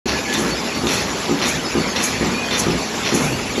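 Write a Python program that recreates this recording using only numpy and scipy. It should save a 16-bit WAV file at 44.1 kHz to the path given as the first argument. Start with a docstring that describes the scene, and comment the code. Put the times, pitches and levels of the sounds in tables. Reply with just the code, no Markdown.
"""A heavy punch press thumps about every 0.46 s in a hard-walled workshop: quick knocks on a modal frame, then
a shudder of random impacts. A second press, out of step, clatters about every 0.55 s: impacts stir its die,
harder blows clank, the strip scrapes, and filtered noise makes the air puffs. Decaying sines boom and ring
elsewhere; steady and gated sines are the motors, a lingering ring of the die, the gear and drives; shaped noise
is the floor rumble and din."""
import sys
import numpy as np
from scipy import signal
from scipy.fft import rfft, irfft
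from scipy.io import wavfile
from scipy.ndimage import uniform_filter1d

SR = 44100
rng = np.random.default_rng(int(sys.argv[2]) if len(sys.argv) > 2 else 0)


def to_wav(s):
    """Save 16-bit WAV."""
    ch = np.atleast_2d(s).T  # columns
    pcm = np.round(np.clip(ch, -1, 1) * 32767)  # PCM
    wavfile.write(sys.argv[1], SR, pcm.astype(np.int16))


N = 158760
TIME = np.arange(N) / SR


def amp(db):
    """Logarithmic level: decibels to amplitude gain."""
    return 10 ** (np.asarray(db) / 20)


def evened(x):
    """Power normalisation: scales to unit rms."""
    return x / np.sqrt(np.mean(x ** 2) + 1e-20)


def read(points, hz):
    """Logarithmic frequency scale: interpolates a table along it."""
    f, value = np.transpose(points)
    return np.interp(np.log(hz + 1), np.log(f + 1), value)


def level_curve(points):
    """Amplitude envelope: level interpolated linearly in decibels over time."""
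    return amp(np.interp(TIME, *np.transpose(points)))


def add(mix, s, sound):
    """Superposition: mixes a sound in at time s, trimmed at both ends."""
    at = round(s * SR)
    sound = sound[max(-at, 0):]
    part = mix[max(at, 0):][:len(sound)]
    part += sound[:len(part)]


def colour(x, spectrum):
    """Linear filtering: weights the spectrum of a signal, at unit rms."""
    gain = amp(read(spectrum, np.fft.rfftfreq(N, 1 / SR)))
    return evened(irfft(rfft(x) * gain, N))


def drift(rate):
    """Low-passed random process: Gaussian roll-off at rate (Hz), unit rms."""
    count, step_s = 4096, .001
    roll_off = np.exp(-(np.fft.rfftfreq(count, step_s) / rate) ** 2)
    slow = irfft(rfft(rng.standard_normal(count)) * roll_off)
    return evened(np.interp(TIME, np.arange(count) * step_s, slow))


def tone(hz, waver):
    """Phase modulation: a slightly unsteady sine of unit rms, waver in radians rms."""
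    return np.sqrt(2) * np.sin(2 * np.pi * hz * TIME + waver * drift(rate=31))


# depth of the noise patches, smaller in the bass: f/Hz, factor
PATCH_DEPTH = [(300, .3), (1200, 1.1), (5000, 1.25)]


def noise(spectrum, patchy_db, size=8):
    """Non-stationary noise: brief, narrow patches, like parts that ring for a moment."""
    hz, _, z = signal.stft(rng.standard_normal(N), SR, nperseg=1024, noverlap=768)
    across_hz = uniform_filter1d(rng.standard_normal(z.shape), size, 0)
    patches = evened(uniform_filter1d(across_hz, size=5, axis=1))
    z = z * amp(patchy_db * read(PATCH_DEPTH, hz)[:, None] * patches)
    patchy = signal.istft(z, nperseg=1024, noverlap=768)[1][:N]
    return colour(patchy, spectrum)


def clicks(per_s, spread_db, smear_s=0.00094, count=10):
    """Shot noise: random impacts, each scattered along one of several decaying noise paths."""
    sizes = amp(spread_db * np.minimum(rng.exponential(1, N), 3.5))
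    train = sizes * (rng.random(N) < per_s / SR)
    t = TIME[:1024]
    paths = rng.standard_normal((count, len(t))) * np.exp(-t / smear_s)
    path = rng.integers(0, count, N)
    return sum(signal.oaconvolve(train * (path == k), p)[:N] for k, p in enumerate(paths))


def ring(modes, rise_s, detune=0, pitch=1):
    """Modal superposition: decaying sines of a struck object behind a soft onset."""
    t = TIME[:SR // 2]
    body = np.zeros(len(t))
    for hz, db, t60 in modes:
        mode_hz = hz * pitch * (1 + detune * rng.standard_normal())
        body += amp(db - 60 * t / t60) * np.sin(2 * np.pi * mode_hz * t)
    return (1 - np.exp(-t / rise_s)) * body


def swell(start, rise, t60):
    """Exponential energy decay after a straight rise."""
    decay = np.exp(-np.log(1000) * np.maximum(TIME - start - rise, 0) / t60)
    return np.clip((TIME - start) / rise, 0, 1) * decay


# reverberation time of the workshop: f/Hz, t60/s
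REVERBERATION = [(60, 0.26), (300, 0.99), (1500, 0.78), (5000, 0.13), (12000, 0.57)]


def hall(x, wet_db, size=20):
    """Diffuse reverberation: scattered reflections, each band dying at its own speed."""
    taps = np.zeros(SR)
    # one reflection of random sign in each slot of `size` samples, from 5 ms on
    at = np.arange(SR // 200, SR - size, size)
    taps[at + rng.integers(0, size, len(at))] = rng.choice([-1., 1.], len(at))
    hz, t, z = signal.stft(taps, SR, nperseg=256)
    decay = np.exp(-np.log(1000) * t / read(REVERBERATION, hz)[:, None])
    tail = signal.istft(z * decay, SR, nperseg=256)[1]
    return x + amp(wet_db) * signal.fftconvolve(x, tail / np.linalg.norm(tail))[:N]


# spectrum of the hall's wash: f/Hz, relative level per Hz/dB
WASH_SPECTRUM = [(20, -41), (40, -31), (65, -32.5), (85, -12), (150, -6), (240, 3.5), (370, -1), (520, -4),
                 (680, -6), (850, -5), (1200, -9), (1700, -10.5), (2400, -8.5), (3200, -14), (3700, -13.5),
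                 (4800, -16), (5800, -14), (7300, -16), (8800, -42.5), (10500, -21.5), (12500, -32.5)]
# spectrum of the far ticks: f/Hz, relative level per Hz/dB
TICK_SPECTRUM = [(20, -50), (200, -29), (600, 6), (1200, -3.5), (2400, 0), (5800, -0.5), (7300, -20),
                 (8800, -83), (12000, -13)]
DIN_DB = -24


def din():
    """Incoherent summation: many far machines blur into a wash with small ticks in it."""
    wash = noise(WASH_SPECTRUM, patchy_db=2.8)
    ticks = colour(clicks(per_s=350, spread_db=4.0, smear_s=0.0013), TICK_SPECTRUM)
    return amp(DIN_DB + .5 * drift(rate=15)) * evened(wash + amp(-13) * ticks)


# steady hums of motors and drives, and the die's steady ring at 3386 Hz: f/Hz, rms level/dB, level wavering/dB
HUMS = [(68, -47, 2), (238, -43, 2), (414, -42, 2), (790, -47, 2), (3386, -49, 2), (4463, -52, 3),
        (5093, -52, 3)]


def motors():
    """Periodic excitation: motors and flywheels hum as sines wavering in level and phase; the die keeps up a
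    faint ring at 3386 Hz."""
    hum = np.zeros(N)
    for hz, db, waver_db in HUMS:
        waver = amp(waver_db * np.tanh(drift(rate=4.2)))
        sine = np.sin(2 * np.pi * hz * TIME + 0.74 * drift(rate=25))
        hum += amp(db) * evened(waver * sine)
    return hum


GEAR_HZ = 1701
LOW_HZ, HIGH_HZ = 4463, 5093  # the two drive pitches
SQUEAL_EDGE_S = 0.023
# level of the thin gear whine: t/s, level/dB
GEAR_LEVEL = [(.06, -39), (.12, -37), (.19, -37), (.24, -43), (.28, -35), (.38, -36), (.45, -41),
              (.62, -52), (.72, -39), (.85, -47), (2.3, -49), (2.43, -41), (2.52, -48), (3.6, -48)]
# squeals of the motor drives: start t/s, length/s, f/Hz, level/dB
DRIVE_SQUEALS = [(.05, .16, LOW_HZ, -36), (0.256, .1, LOW_HZ, -41), (0.499, 0.062, LOW_HZ, -29.5),
                 (0.718, .11, LOW_HZ, -34), (0.952, 0.08, LOW_HZ, -32), (1.18, .09, LOW_HZ, -44),
                 (1.644, 0.06, LOW_HZ, -33), (1.757, 0.11, LOW_HZ, -34.5), (1.863, 0.098, LOW_HZ, -37),
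                 (2.097, 0.11, LOW_HZ, -39.5), (2.415, 0.1, LOW_HZ, -39), (2.323, 0.088, LOW_HZ, -32.5),
                 (2.606, 0.071, LOW_HZ, -38), (2.775, 0.13, LOW_HZ, -36.5), (3.31, 0.065, LOW_HZ, -34),
                 (3.567, 0.061, LOW_HZ, -31), (.1, 0.13, HIGH_HZ, -38), (0.542, 0.077, HIGH_HZ, -33),
                 (.75, .16, HIGH_HZ, -49), (0.944, 0.14, HIGH_HZ, -37), (1.172, 0.087, HIGH_HZ, -46),
                 (1.4, .07, HIGH_HZ, -38), (1.632, 0.084, HIGH_HZ, -30.5), (1.865, 0.073, HIGH_HZ, -36.5),
                 (2.05, 0.11, HIGH_HZ, -36.5), (2.698, 0.055, HIGH_HZ, -35), (2.96, 0.11, HIGH_HZ, -44),
                 (3.397, 0.049, HIGH_HZ, -37)]


def whine():
    """Tonal radiation: a gear whines thinly; the motor drives squeal on and off at two pitches."""
    out = level_curve(GEAR_LEVEL) * tone(GEAR_HZ, waver=0.55)
    for s, length, hz, db in DRIVE_SQUEALS:
        gate = np.clip(np.minimum(TIME - s, s + length - TIME) / SQUEAL_EDGE_S, 0, 1)
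        out += gate * amp(db + 1.5 * drift(rate=59)) * tone(hz, waver=.9)
    return out


# level of the bass rumble: t/s, level/dB
RUMBLE_LEVEL = [(.06, -34), (.12, -36), (.22, -58), (.33, -53), (.38, -40), (.55, -28.5), (.68, -68),
                (.78, -33.5), (1.18, -36.5), (1.25, -44), (1.35, -68), (1.58, -25.5), (1.67, -53),
                (1.75, -32), (1.92, -38), (2.04, -44), (2.24, -28), (2.4, -35.5), (2.53, -49), (2.64, -26),
                (2.8, -35.5), (2.9, -51), (3.05, -35), (3.6, -33)]
# spectrum of the shaking floor: f/Hz, relative level per Hz/dB
FLOOR_SPECTRUM = [(20, -26), (38, -7), (50, -1), (68, 7.5), (82, 2), (105, 2.5), (200, 3), (1000, -62)]


def rumble():
    """Structure-borne sound: the floor shakes under the machines, as bass noise of changing level."""
    return level_curve(RUMBLE_LEVEL) * colour(rng.standard_normal(N), FLOOR_SPECTRUM)


# deep booms from further down the hall: t/s, f/Hz, level/dB, t60/s
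FAR_BOOMS = [(0.086, 71.3, -15, 0.33), (2.216, 70, -17.5, 0.29), (2.664, 163, -1, 0.24),
             (2.735, 160, -30, 0.12), (3.13, 175.4, -11, 0.39), (3.223, 151, 3, 0.15),
             (3.289, 127.4, -3.5, 0.22)]
# loose metal parts ringing: t/s, f/Hz, level/dB, t60/s
LOOSE_PARTS = [(0.147, 1712, -25, 0.2), (0.282, 1714, -24.5, 0.2), (1.678, 3880, -47, 0.039),
               (2.066, 2340, -26.5, 0.14), (2.12, 2016, -28, 0.092), (2.343, 2420, -22, 0.15),
               (2.381, 2480, -19.5, 0.14), (3.21, 782, -27, 0.17)]


def other_work():
    """Free vibration: booms and ringing parts around the workshop, one decaying mode each."""
    booms, pings = np.zeros((2, N))
    for s, hz, db, t60 in FAR_BOOMS:
        add(booms, s, ring([(hz, db, t60)], rise_s=0.083))
    for s, hz, db, t60 in LOOSE_PARTS:
        add(pings, s, ring([(hz, db, t60)], rise_s=0.0019))
    return booms + hall(pings, wet_db=1)


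# air puffs: peak t/s, level/dB, rise time constant/s, fall time constant/s
AIR_PUFFS = [(0.34, -23.5, 0.0079, 0.0089), (.39, -27, 0.019, 0.07), (.945, -24, 0.066, 0.039),
             (1.49, -22, 0.028, 0.034), (2.04, -19, 0.014, 0.037), (2.599, -15.5, .012, 0.015),
             (3.15, -19.5, 0.0086, 0.02), (3.245, -26.5, 0.045, 0.061)]
# spectrum of the air jet: f/Hz, relative level per Hz/dB
JET_SPECTRUM = [(300, -40), (2000, -35), (4800, -9), (5900, 5.5), (6800, 6), (7700, 0), (8800, -20),
                (10000, 0.5), (12000, -5.5)]


def air():
    """Turbulent jet noise: hiss swells and dies exponentially as a nozzle opens and shuts."""
    flow = np.zeros(N)
    for s, db, rise, fall in AIR_PUFFS:
        flow += amp(db) * np.exp(np.minimum((TIME - s) / rise, (s - TIME) / fall))
    return hall(flow * noise(JET_SPECTRUM, patchy_db=2.0), wet_db=-10)


SCRAPE_WIDTH_HZ = 190  # roll-off of the fuzz on each side of the pitch
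# rising scrapes of the metal strip: start t/s, length/s, from f/Hz, to f/Hz, level/dB
STRIP_SCRAPES = [(1.456, .1, 2015, 2574, -27), (3.171, 0.23, 1944, 3060, -30.5)]


def scrapes():
    """Friction excitation: the strip drags through its guides, a fuzzy resonance that climbs."""
    out = np.zeros(N)
    for s, length, from_hz, to_hz, db in STRIP_SCRAPES:
        along = np.clip((TIME - s) / length, 0, 1)
        phase = 2 * np.pi * np.cumsum(from_hz + (to_hz - from_hz) * along) / SR
        # two independent drifts in quadrature make a narrow noise band around the pitch
        band = drift(SCRAPE_WIDTH_HZ) * np.cos(phase) + drift(SCRAPE_WIDTH_HZ) * np.sin(phase)
        out += amp(db) * np.sin(np.pi * along) * band
    return out


CRACK_T60_S = .028
# sharp steel clanks: t/s, ring level/dB, crack level/dB, pitch ratio
STEEL_CLANKS = [(.084, -36, -25, 1), (.18, -31, -40, 1.01), (.3267, -36, -22, 1), (0.346, -20, -28, 1),
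                (.627, -45, -28, 1), (.869, -21, -21, 1.015), (1.389, -29, -25, .995),
                (1.416, -31, -22, .99), (1.452, -23, -28, 1.025), (1.784, -45, -26, 1),
                (1.962, -29, -24, 1.015), (2.038, -38, -24, 1), (2.245, -40, -25, 1),
                (2.5095, -24, -23, .995), (2.545, -23, -28, 1), (2.981, -42, -27, 1), (3.033, -27, -28, 1),
                (3.059, -29, -22, 1.015), (3.555, -28, -36, 1.01)]
# spectrum of the crack: f/Hz, relative level per Hz/dB
CRACK_SPECTRUM = [(100, -25), (700, -10), (1500, -10), (2500, -3), (4000, -8), (7000, -13), (8800, -30),
                  (12000, -25)]
# modes of the die, also stirred by the second press: f/Hz, relative level/dB, t60/s
DIE_MODES = [(1060, -15, 0.053), (1910, -12, .07), (2020, -8, 0.12), (2440, -12, 0.17), (2715, -9, 0.14),
             (3386, -9, .22), (3530, -2, .07), (3585, 3, 0.11), (3650, 1.5, 0.1), (3740, -3, .06),
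             (3860, -5, .06), (5670, -12, .12), (6230, -13, .12)]


def clanks():
    """Impact excitation: harder blows of the tooling crack and leave the die ringing."""
    out = np.zeros(N)
    crack = colour(rng.standard_normal(N), CRACK_SPECTRUM)
    for s, ring_db, crack_db, pitch in STEEL_CLANKS:
        add(out, s, amp(ring_db) * ring(DIE_MODES, rise_s=.0015, detune=0.001, pitch=pitch))
        out += amp(crack_db) * swell(s, rise=.0012, t60=CRACK_T60_S) * crack
    return hall(out, wet_db=-14)


# clatter of the second press: t/s, relative level/dB, rise/s, t60/s
CLATTER_BURSTS = [(0.062, -21, 0.029, 0.36), (0.323, -21.5, 0.016, 0.41), (0.863, -21, 0.039, 0.92),
                  (1.389, -19.5, 0.041, 0.47), (1.944, -21.5, 0.018, 1), (2.503, -21.5, 0.01, 1),
                  (3.039, -20.5, 0.02, 0.7)]
# spectrum of the clatter: f/Hz, relative level per Hz/dB
CLATTER_SPECTRUM = [(30, -11), (130, 16), (400, 15.5), (750, 9.5), (1080, 13.5), (1550, 11), (1950, 13.5),
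                    (2300, 8.5), (2650, 10.5), (3100, 4), (3650, 3.5), (4200, 12), (4900, 0), (5800, 10.5),
                    (7500, -28), (12000, -9)]


def second_press():
    """Forced vibration: strip and tooling rattle in bursts of small impacts that stir the die."""
    effort = sum(amp(db) * swell(s, rise, t60) for s, db, rise, t60 in CLATTER_BURSTS)
    impacts = clicks(per_s=1500, spread_db=0.0)
    die = ring(DIE_MODES, rise_s=0.00015)
    direct = effort * colour(impacts, CLATTER_SPECTRUM)
    stirred = signal.fftconvolve(effort * evened(impacts), die / np.linalg.norm(die))[:N]
    return amp(0.83) * hall(direct + amp(-13) * stirred, wet_db=-8.5)


KNOCK_RISE_S, KNOCK_JITTER_S = 0.0022, .0001  # onset time constant, timing deviation
# heavy press strokes: t/s, knock level/dB, shudder level/dB, pitch ratio
PRESS_STROKES = [(.377, -14, -20.5, .95), (0.8345, -12, -25.5, 1), (1.292, -10.5, -24, 1.02),
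                 (1.7505, -10.5, -25, 1), (2.208, -11.5, -22, .99), (2.6645, -11, -25, .98),
                 (3.121, -11, -21.5, 1), (3.577, -13, -20, 1)]
# knocks within a stroke: delay t/s, level relative to the stroke/dB
STROKE_KNOCKS = [(-.017, -16), (.002, 0), (.0195, -.5), (0.0335, -1.5), (.052, -12), (0.122, -12)]
# lighter knocks of the feed between strokes: t/s, level/dB
LIGHT_KNOCKS = [(.058, -17), (.71, -28), (.739, -27), (1.02, -23), (1.113, -27), (1.467, -23), (2.169, -25),
                (2.522, -21), (2.94, -26), (3.319, -21), (3.392, -21)]
# modes of the heavy frame: f/Hz, relative level/dB, t60/s
FRAME_MODES = [(160, -12, 0.14), (244.4, -1.5, 0.07), (274, -3, 0.11), (343, 1, 0.06), (372, -4, .07),
               (420, -7, 0.05), (605, -25, 0.15), (800, -3, 0.021), (1222, -13, .07)]
# spectrum of the shudder of frame and feed: f/Hz, relative level per Hz/dB
SHUDDER_SPECTRUM = [(30, -36), (100, -50), (155, 7.5), (240, 10.5), (330, 5), (480, 5.5), (680, -8),
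                    (860, -3.5), (1400, -4.5), (3000, -13.5), (12000, -95)]


def heavy_press():
    """Modal response to impact: each stroke knocks the frame several times; frame and feed shudder on."""
    knocks = np.zeros(N)
    for s, db, _, pitch in PRESS_STROKES:
        for delay, knock_db in STROKE_KNOCKS:
            at = s + delay + KNOCK_JITTER_S * rng.standard_normal()
            knock = ring(FRAME_MODES, KNOCK_RISE_S, detune=.004, pitch=pitch)
            add(knocks, at, amp(db + knock_db) * knock)
    for s, db in LIGHT_KNOCKS:
        add(knocks, s, amp(db) * ring(FRAME_MODES, KNOCK_RISE_S, detune=.04))
    shudder = sum(amp(db) * swell(s, rise=0.082, t60=0.76) for s, _, db, _ in PRESS_STROKES)
    rattle = colour(clicks(per_s=1500, spread_db=1), SHUDDER_SPECTRUM)
    return hall(knocks, wet_db=-13) + shudder * rattle


def scene():
    """Superposition at one microphone: all sources summed, the same in both channels."""
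    background = din() + motors() + whine() + rumble() + other_work()
    mono = background + air() + scrapes() + clanks() + second_press() + heavy_press()
    return np.array([mono, mono])


START_S = 0.0564
LOW_CUT_HZ, HIGH_CUT_HZ = 18, 12200


def record(dry):
    """Band limitation: silence until START_S, then a 2 ms fade-in; the deepest bass and top treble are lost."""
    opened = np.clip((TIME - START_S) / .002, 0, 1)
    low_cut = signal.butter(2, LOW_CUT_HZ, "highpass", fs=SR, output="sos")
    thinned = signal.sosfilt(low_cut, dry * opened)
    high_cut = signal.firwin(511, HIGH_CUT_HZ, window=("kaiser", 9), fs=SR)
    return signal.oaconvolve(thinned, high_cut[None], "same")


dry = scene()
out = record(dry)
to_wav(out)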